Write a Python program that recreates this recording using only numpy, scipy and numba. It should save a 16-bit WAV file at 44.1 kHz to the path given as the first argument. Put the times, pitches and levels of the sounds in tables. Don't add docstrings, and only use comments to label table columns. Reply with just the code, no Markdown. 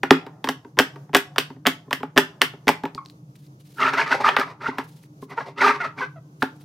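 import sys
import numpy as np
from scipy import signal
from scipy.fft import rfft, irfft
from scipy.io import wavfile
from scipy.ndimage import uniform_filter1d
from numba import njit

SR = 44100
rng = np.random.default_rng(int(sys.argv[2]) if len(sys.argv) > 2 else 0)


def unload_wav(signal):
    wavfile.write(
        sys.argv[1],
        SR,
        np.round(np.clip(np.atleast_2d(signal).T, -1, 1) * 32767).astype(np.int16),
    )


def magnitude_from_level(level_db):
    exponent = np.asarray(level_db, float) / 20
    return 10 ** exponent


N = 292824
TIME = np.arange(N) / SR

# f/Hz, level/dB, t60/s
BOARD = [(161.6, -19, 0.45), (265.6, 1.5, 0.12), (401, 2, 0.07), (563.3, -12.5, 0.11), (797.7, -8, 0.054),
         (910, -1, 0.14), (1170, -10, 0.013), (1630, -23, .03), (1800, -12, 0.031)]
MID_SIDE = np.array([[1], [-1]])


def colour(points, hz):
    p = np.array(points)
    return magnitude_from_level(np.interp(np.log(hz + 1), np.log(p[:, 0]), p[:, 1]))


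def unit(x):
    return x / np.sqrt(np.mean(x ** 2))


def shaped(points, x):
    return unit(irfft(rfft(x) * colour(points, np.fft.rfftfreq(N, 1 / SR)), N))


def band(x, hz, width_hz):
    return signal.lfilter(*signal.iirpeak(min(hz, .45 * SR), hz / width_hz, SR), x)


def add(out, s, x):
    i = int(s * SR)
    out[i:i + len(x)] += x[:N - i]


def walk(size):
    return unit(uniform_filter1d(uniform_filter1d(rng.standard_normal(N), size), size))


def strokes(rows, rise_db_s, fall_db_s, rest_db):
    s, hold, db = np.transpose(rows)[:3, :, None]
    t = TIME[::32]
    before, after = np.maximum(s - t, 0), np.maximum(t - s - np.abs(hold), 0)
    each = db - rise_db_s * before - fall_db_s * after
    level = np.repeat(np.maximum(each.max(axis=0), rest_db), 32)[:N]
    return uniform_filter1d(level, size=200), np.repeat(each.argmax(axis=0), 32)[:N]


def background():
    # f/Hz, level/dB
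    air_tone = [(25, -33), (50, -20.5), (90, -19), (200, -5), (400, -3), (630, -11.5), (1000, -21),
                (1650, -36), (2500, -33), (4000, -31.5), (6300, -27.5), (8000, -36.5), (13000, -35),
                (16000, -42)]
    # f/Hz, width/Hz, level/dB
    hum_bands = [(143, 30, -50), (301, 14, -60.5)]
    # t/s, hold/s, level/dB
    rustle_moves = [(3.1, .002, -68), (3.358, .004, -61.5), (3.39, 0.076, -69), (3.6, 0.013, -64),
                    (3.64, 0.17, -65), (3.76, 0.018, -58.5), (4.84, .005, -61.5), (4.87, .13, -66.5),
                    (5.034, .004, -60.5), (5.222, 0.0053, -57), (5.3, .004, -64), (6.408, 0.0056, -55.5),
                    (6.56, 0.0036, -71), (6.606, 0.011, -64)]
    air_db = -70.5

    hz = np.fft.rfftfreq(N, 1 / SR)
    width_tone = [(50, -15.5), (150, -36), (400, -20.5), (700, -5.5), (1300, 15), (4000, -0.5), (15000, -2)]
    mid, side = (rfft(rng.standard_normal(N)) * colour(air_tone, hz) for _ in range(2))
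    scale = magnitude_from_level(air_db) / np.std(irfft(mid * (hz > 500), N))
    air = irfft(mid, N) + irfft(side * colour(width_tone, hz), N) * MID_SIDE

    hum = 0
    for f, width, db in hum_bands:
        hum = hum + magnitude_from_level(db) * unit(band(band(rng.standard_normal(N), f, width), f, 2 * width))

    cloth_tone = [(500, -16.5), (1500, -10.5), (4000, -5.5), (8000, -12.5), (11000, -10.5), (15000, -15.5)]
    grains = rng.standard_normal((2, N)) * magnitude_from_level(1.0 * rng.exponential(size=N))
    cloth_mid, cloth_side = (shaped(cloth_tone, g) for g in grains)
    rustle_db, _ = strokes(rustle_moves, rise_db_s=1500, fall_db_s=498, rest_db=-95.5)
    rustle = magnitude_from_level(rustle_db + 2.8 * walk(size=400)) * (cloth_mid + .5 * cloth_side * MID_SIDE)
    return magnitude_from_level(2.0 * walk(size=3000)) * scale * air + hum + rustle


def board(weights, t, detune=1):
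    hz, db, t60 = np.transpose(BOARD)[:, :, None]
    t60 = np.minimum(t60, 45 / hz)
    return np.dot(weights, magnitude_from_level(db) * np.sin(2 * np.pi * hz * detune * t) * 1000 ** (-t / t60))


def knocks():
    # t/s, peak level/dB, crack level/dB, board thud level/dB, dome ring f/Hz
    pops = [(0.032, -10, -27, -11.5, 1410), (0.107, 2, -20.5, -8, 1251), (0.107, -6.5, -15, -10, 3220),
            (0.442, -15.5, -16.5, -14.5, 902), (0.488, -8, -11, -13, 1790), (0.788, 0.5, -9.5, -26.5, 1790),
            (0.7976, -6, -21, -9, 1600), (1.138, -18.5, -19.5, -4, 1080), (1.147, -2, -10, -21, 1810),
            (1.153, -2.5, -26.5, -14, 1770), (1.1663, -9.5, -4, -42.5, 1540),
            (1.382, -3.5, -10.5, -25, 2640), (1.653, -18, -39, -12.5, 1070),
            (1.662, -8.5, -26.5, -14.5, 1690), (1.667, -2, -9.5, -15, 1930),
            (1.671, -9.5, -16.5, -28.5, 902), (1.9283, -7, -9.5, -22, 1790),
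            (2.168, -11.5, -27.5, -7.5, 1100), (2.176, 2, -12, -18, 1740), (2.181, -5, -11.5, -10.5, 1800),
            (2.416, 1, -11, -29, 1770), (2.424, -23.5, -29.5, -5, 1650), (2.68, -1, -12.5, -19, 2050),
            (2.689, -2.5, -14.5, -9.5, 912)]
    # t/s, peak level/dB, board thud level/dB
    taps = [(0.264, -33.5, -3.5), (0.472, -19, -12), (0.647, -41.5, 2.5), (0.77, -30.5, 3.5),
            (0.776, -26.5, 4), (0.958, -37, -1), (1.091, -45.5, 2), (1.131, -27.5, 3), (1.36, -21.5, -23.5),
            (1.502, -35, -3.5), (1.562, -56, 14), (1.877, -61, 19.5), (1.908, -20, -19), (2.003, -38, 1.5),
            (2.03, -22, -5), (2.099, -51.5, -6), (2.161, -21, 2), (2.412, -23, -11), (2.535, -38.5, 0.5),
            (2.67, -20.5, 3), (2.835, -25.5, 4.5), (2.853, -23, -5.5)]
    # t/s, peak level/dB, crack level/dB, board thud level/dB, ring f/Hz
    slaps = [
        (4.288, -6, -36, -58.5, 1900),
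        (4.365, -5.5, -34.5, -29, 1520),
        (4.384, -20, -27, -3, 1600),
        (4.396, -20.5, -11.5, -42, 900),
        (4.683, -26, -49, 5, 1320),
        (4.783, -16, -23.5, -7, 920),
        (5.223, -49.5, -17, 22.5, 910),
        (6.421, -8, -54, -41, 1504),
        (6.425, -12.5, -19.5, 0, 987),
        (6.608, -53.5, -5, -12, 1640),
    ]
    # f/Hz, level/dB
    knock_tone = [(180, -39), (300, 4.5), (1190, 3), (1900, 1.5), (2400, -3), (3520, -4), (4090, -12.5),
                  (4520, -10.5), (5900, -16.5), (6520, -23.5), (7440, -23.5), (10600, -29.5), (16000, -40)]
    tap_crack_db, tap_ring_hz = -26, 910
    pop_rattle_db, tap_rattle_db, slap_rattle_db = -27.5, -24.5, -23
    toy_thin_hz, slap_thin_hz = 60, 602
    sheet_damp_s = 0.025

    out, size, lead = np.zeros(N), 8192, 128
    hz, t = np.fft.rfftfreq(size, 1 / SR) + 1, np.arange(size) / SR
    low = np.array(BOARD)[:, 0] < 600
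    end = np.minimum((size - np.arange(size)) / 1500, 1)
    hits = [(s, db, tap_crack_db, thud_db, tap_ring_hz, tap_rattle_db, toy_thin_hz) for s, db, thud_db in taps]
    hits += [(*pop, pop_rattle_db, toy_thin_hz) for pop in pops]
    hits += [(*slap, slap_rattle_db, slap_thin_hz) for slap in slaps]
    for s, db, crack_db, thud_db, ring_hz, rattle_db, thin_hz in sorted(hits):
        chance, scatter = rng.standard_normal((3, len(BOARD))), rng.standard_normal(size)
        tone = colour(knock_tone, hz) * magnitude_from_level((crack_db + 24) * np.clip(np.log2(hz / 1500) / 2.5, 0, 1))
        dome = 2.0 / (1 + 1j * (hz - ring_hz) / 200)
        dome_overtone = .8 / (1 + 1j * (hz - 1.6 * ring_hz) / 300)
        tone = tone * (1 + dome + dome_overtone)
        fizz = 1.8 / (1 + ((hz - 13800) / 1500) ** 4)
        tone = tone * (1 + fizz) / (1 + (thin_hz / hz) ** 4)

        lag = .0045 * (1 + .1 * chance[2, 0]) * (600 / (np.minimum(hz, 3500) + 100)) ** .7
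        lag = lag - .0005 + lead / SR
        rattle_fade = np.exp(-t / 0.0028) + 0.28 * np.exp(-t / 0.018)
        rattle = rfft(magnitude_from_level(rattle_db - 0.23 * db + 2.0) * scatter * rattle_fade)
        paths = 1 / (1 + (hz / 9000) ** 2) + (1.1 + hz / 12000) * rattle
        snap = irfft(tone * paths * np.exp(-2j * np.pi * np.cumsum(lag) * SR / size), size)

        late = np.maximum(t - lead / SR - .003, 0)
        spot = 1 + .3 * chance[0]
        weights = spot * np.where(low, magnitude_from_level(thud_db - 1.5), magnitude_from_level(0.85 * thud_db + 0.5))
        detune = 1 + 0.1 * chance[1, :, None] * ~low[:, None]
        thud = board(weights, late, detune) * (1 - np.exp(-late / 0.002))
        if thin_hz == slap_thin_hz:
            thud = thud * np.exp(-late / sheet_damp_s)
        add(out, s - lead / SR, magnitude_from_level(db) * end * (snap / np.abs(snap).max() + thud))
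    return out


def room(dry):
    # f/Hz, level/dB, t60/s, stereo width
    tail_bands = [(322.7, -7, 0.19, .1), (700, -22.5, 1, .3), (1400, -9, 0.21, .9),
                  (2875, -10.5, 0.23, 1.2), (5340, -16, 0.31, 0.56), (9000, -11, 0.2, 1.1),
                  (13500, -7, 0.12, 1.1)]
    t, out = TIME[:int(.4 * SR)], np.zeros((2, N))
    step, overlap = 13000, 500
    for start in range(0, N, step):
        mid, side = 0, 0
        for hz, db, t60, width in tail_bands:
            fade = 1000 ** (-t / t60) + 0.15 * np.exp(-t / 0.0016)
            fade = magnitude_from_level(db) * fade * np.clip((t - .003) / 0.015, 0, 1) / np.sqrt(t60 * SR / 14)
            noises = (band(band(rng.standard_normal(len(t)), hz, hz), hz, hz) for _ in range(2))
            m, d = (unit(noise) * np.sqrt(hz / SR) for noise in noises)
            mid, side = mid + fade * m, side + width * fade * d
        piece = dry[start:start + step + overlap]
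        n = np.arange(len(piece))
        piece = piece * np.clip(np.minimum(n, step + overlap - n) / overlap, 0, 1)
        for ear, sign in zip(out, (1, -1)):
            add(ear, (start + .5) / SR, signal.fftconvolve(piece, mid + sign * side))
    return out


def ticks():
    # t/s, peak level/dB, f/Hz
    clicks = [
        (2.9488, -18, 4530),
        (3.0514, -36, 5440),
        (3.0598, -24, 4260),
        (3.086, -37, 4700),
        (3.0992, -28, 4160),
        (3.356, -38.5, 2420),
        (3.4665, -43, 4820),
        (5.0386, -37, 2040),
    ]
    # t/s, level/dB, first f/Hz, last f/Hz, glide/s, fade/s
    peel = (2.977, -23, 1330, 1075, .004, .007)
    out, t = np.zeros(N), TIME[:4000]
    for s, db, hz in clicks:
        click = np.sin(2 * np.pi * hz * t) * np.exp(-t / 0.00054)
        grit = 0.061 * band(rng.standard_normal(len(t)), hz, hz) * np.exp(-t / 0.012)
        add(out, s, magnitude_from_level(db - 6.5) * (click + grit))
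    add(out, clicks[0][0] + 0.0045, magnitude_from_level(-41.0) * board(np.ones(len(BOARD)), t))

    s, db, first_hz, last_hz, glide, fade = peel
    waver = 1 + .03 * walk(size=60)[:len(t)]
    phase = 2 * np.pi * np.cumsum((last_hz + (first_hz - last_hz) * np.exp(-t / glide)) * waver) / SR
    hold = np.exp(-t / fade) + .22 * np.exp(-t / (4.5 * fade))
    chirp = (np.sin(phase) + .08 * np.sin(2 * phase)) * hold * magnitude_from_level(3 * walk(size=90)[:len(t)])
    chirp = chirp + .04 * np.sin(3 * phase) * np.exp(-t / fade)
    add(out, s, magnitude_from_level(db) * chirp * np.minimum(t / glide, 1))
    return out


@njit
def svf(x, hz, sharp):
    y, b, l = np.empty(len(x)), 0., 0.
    for i in range(len(x)):
        g = np.tan(np.pi * hz[i] / SR)
        v = (b + g * (x[i] - l)) / (1 + g * (g + 1 / sharp))
        b, l, y[i] = 2 * v - b, l + 2 * g * v, v / sharp
    return y


def drags():
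    # t/s, hold/s, rub level/dB, cavity f/Hz
    rubs = [(3.794, 0.0082, -30, 1338), (3.804, 0.089, -22.5, 1346), (3.936, 0.0064, -21, 1310),
            (3.977, 0.023, -20, 1537), (3.997, 0.024, -22.5, 1604), (4.067, .06, -29.5, 1310),
            (4.117, 0.015, -18, 1440), (4.145, 0.0021, -20.5, 826), (4.164, 0.018, -33, 866),
            (4.209, 0.0038, -23.5, 867), (4.249, 0.04, -19, 1295), (4.304, 0.043, -34.5, 1250),
            (4.392, 0.022, -23.5, 1257), (4.458, 0.056, -41, 977), (4.632, .003, -39.5, 1280),
            (4.664, 0.019, -30, 1430), (4.636, .02, -35, 1280), (4.788, .004, -30.5, 967),
            (4.714, .04, -47, 1000), (5.308, 0.02, -39.5, 1055), (5.375, 0.046, -37.5, 963),
            (5.465, 0.023, -38.5, 772), (5.585, 0.028, -30, 1385), (5.614, 0.08, -17, 1350),
            (5.699, .005, -19.5, 1340), (5.722, 0.036, -31.5, 1160), (4.617, .01, -36.5, 1150),
            (5.809, .005, -29.5, 1350), (5.84, 0.014, -30.5, 1320), (5.985, 0.054, -33, 1069)]
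    # f/Hz, level/dB
    hiss_tone = [(1200, -36.5), (2000, 5), (3000, -8.5), (4500, -7.5), (6000, -14), (7000, -21.5),
                 (11500, -29), (12500, -31.5), (15500, -34), (16500, -59)]
    # ratio to the cavity f, sharpness, level/dB
    cup_modes = [(1.019, 11.0, 5.0), (.68, 8.4, -3.5), (.45, 16.0, -10.5),
                 (1.33, 8.5, -0.5), (1.8, 4.1, -7.0), (2.3, 1.5, -16.5)]
    firm_db = -25
    lifted_s, lifted_db = 5.56, -5

    slips = (rng.random(N) < 5000 / SR) * magnitude_from_level(0.51 * rng.exponential(size=N)) * rng.choice([-1, 1], N)
    slips = unit(slips)
    rub_db, leading = strokes(rubs, rise_db_s=1148, fall_db_s=505, rest_db=-120)
    cup_hz = uniform_filter1d(np.array(rubs)[leading, 3], size=400)
    cups = 0
    for ratio, sharp, db in cup_modes:
        moving_hz = cup_hz * ratio * (1 + 0.069 * walk(size=900))
        cup_db = db + lifted_db * (ratio < 1) * (TIME > lifted_s) + 3.9 * walk(size=120)
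        cups = cups + magnitude_from_level(cup_db) * unit(svf(svf(slips, moving_hz, sharp), moving_hz, sharp / 2))

    ring = signal.fftconvolve(slips, board(np.ones(len(BOARD)), TIME[:8192]))[:N]
    low = unit(band(ring, 612, 316))
    high = unit(band(band(ring, 1100, 1200), 1100, 1200))
    hiss = shaped(hiss_tone, 1.1 * slips + rng.standard_normal(N)) * magnitude_from_level(0.88 * walk(size=80))
    body = unit(unit(cups) + .35 * high)

    effort_db = rub_db - firm_db
    gate = 1 / (1 + magnitude_from_level(-60 - rub_db))
    hiss = magnitude_from_level(-11.5 + 0.99 * effort_db) * hiss
    low = magnitude_from_level(-13 + .6 * effort_db) * gate * low
    return magnitude_from_level(rub_db) * body + magnitude_from_level(firm_db) * (hiss + low)


def squeaks():
    # t/s, length/s, slip f/Hz, level/dB, strongest f/Hz
    squeals = [
        (5.376, 0.019, 464, -24, 1060),
        (5.405, 0.014, 529, -32.5, 1270),
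        (5.639, 0.086, 414, -28.5, 424),
        (5.631, 0.074, 396.4, -21.5, 1320),
        (5.802, 0.03, 685, -27.5, 1400),
        (5.842, 0.028, 646, -28, 1330),
        (5.877, 0.054, 657, -45, 1270),
        (6.013, 0.039, 513, -27.5, 1400),
        (6.158, 0.037, 655, -48, 800),
    ]
    out, waver = np.zeros(N), 1 + 0.038 * walk(size=100)
    for s, length, hz, db, top_hz in squeals:
        t = np.arange(int(2 * length * SR)) / SR
        phase = 2 * np.pi * np.cumsum(hz * waver[int(s * SR):][:len(t)]) / SR
        stack = 0
        for k in range(1, 8):
            stack = stack + np.sin(k * phase + k * k) / (1 + ((k * hz - top_hz) / 400) ** 2)
        envelope = np.minimum(t / 0.0023, 1) * np.exp(-np.maximum(t / length - .7, 0) / 0.22)
        add(out, s, magnitude_from_level(db) * unit(stack) * envelope)
    return out


def phone_ports(direct):
    scatter = unit(rng.standard_normal(600) * np.exp(-TIME[:600] / .004)) / np.sqrt(600)
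    treble = signal.butter(2, 1000, "high", fs=SR)
    return magnitude_from_level(-23.5) * signal.lfilter(*treble, signal.fftconvolve(direct, scatter)[:N]) * MID_SIDE


def scene():
    near = knocks() + ticks()
    rub = drags() + squeaks()
    direct = near + rub
    return direct + phone_ports(direct) + room(magnitude_from_level(0.5) * near + magnitude_from_level(1.0) * rub) + background()


def roll_off(x):
    return signal.sosfilt(signal.butter(12, 16510, fs=SR, output="sos"), x)


def record(dry):
    top_cut = signal.ellip(8, .2, 60, 15900, fs=SR, output="sos")
    flattened = 1.458 * np.tanh(dry / 1.066)
    mix = np.clip(signal.sosfilt(top_cut, flattened), -1, 1)
    return roll_off(mix)


dry = scene()
out = record(dry)
unload_wav(out)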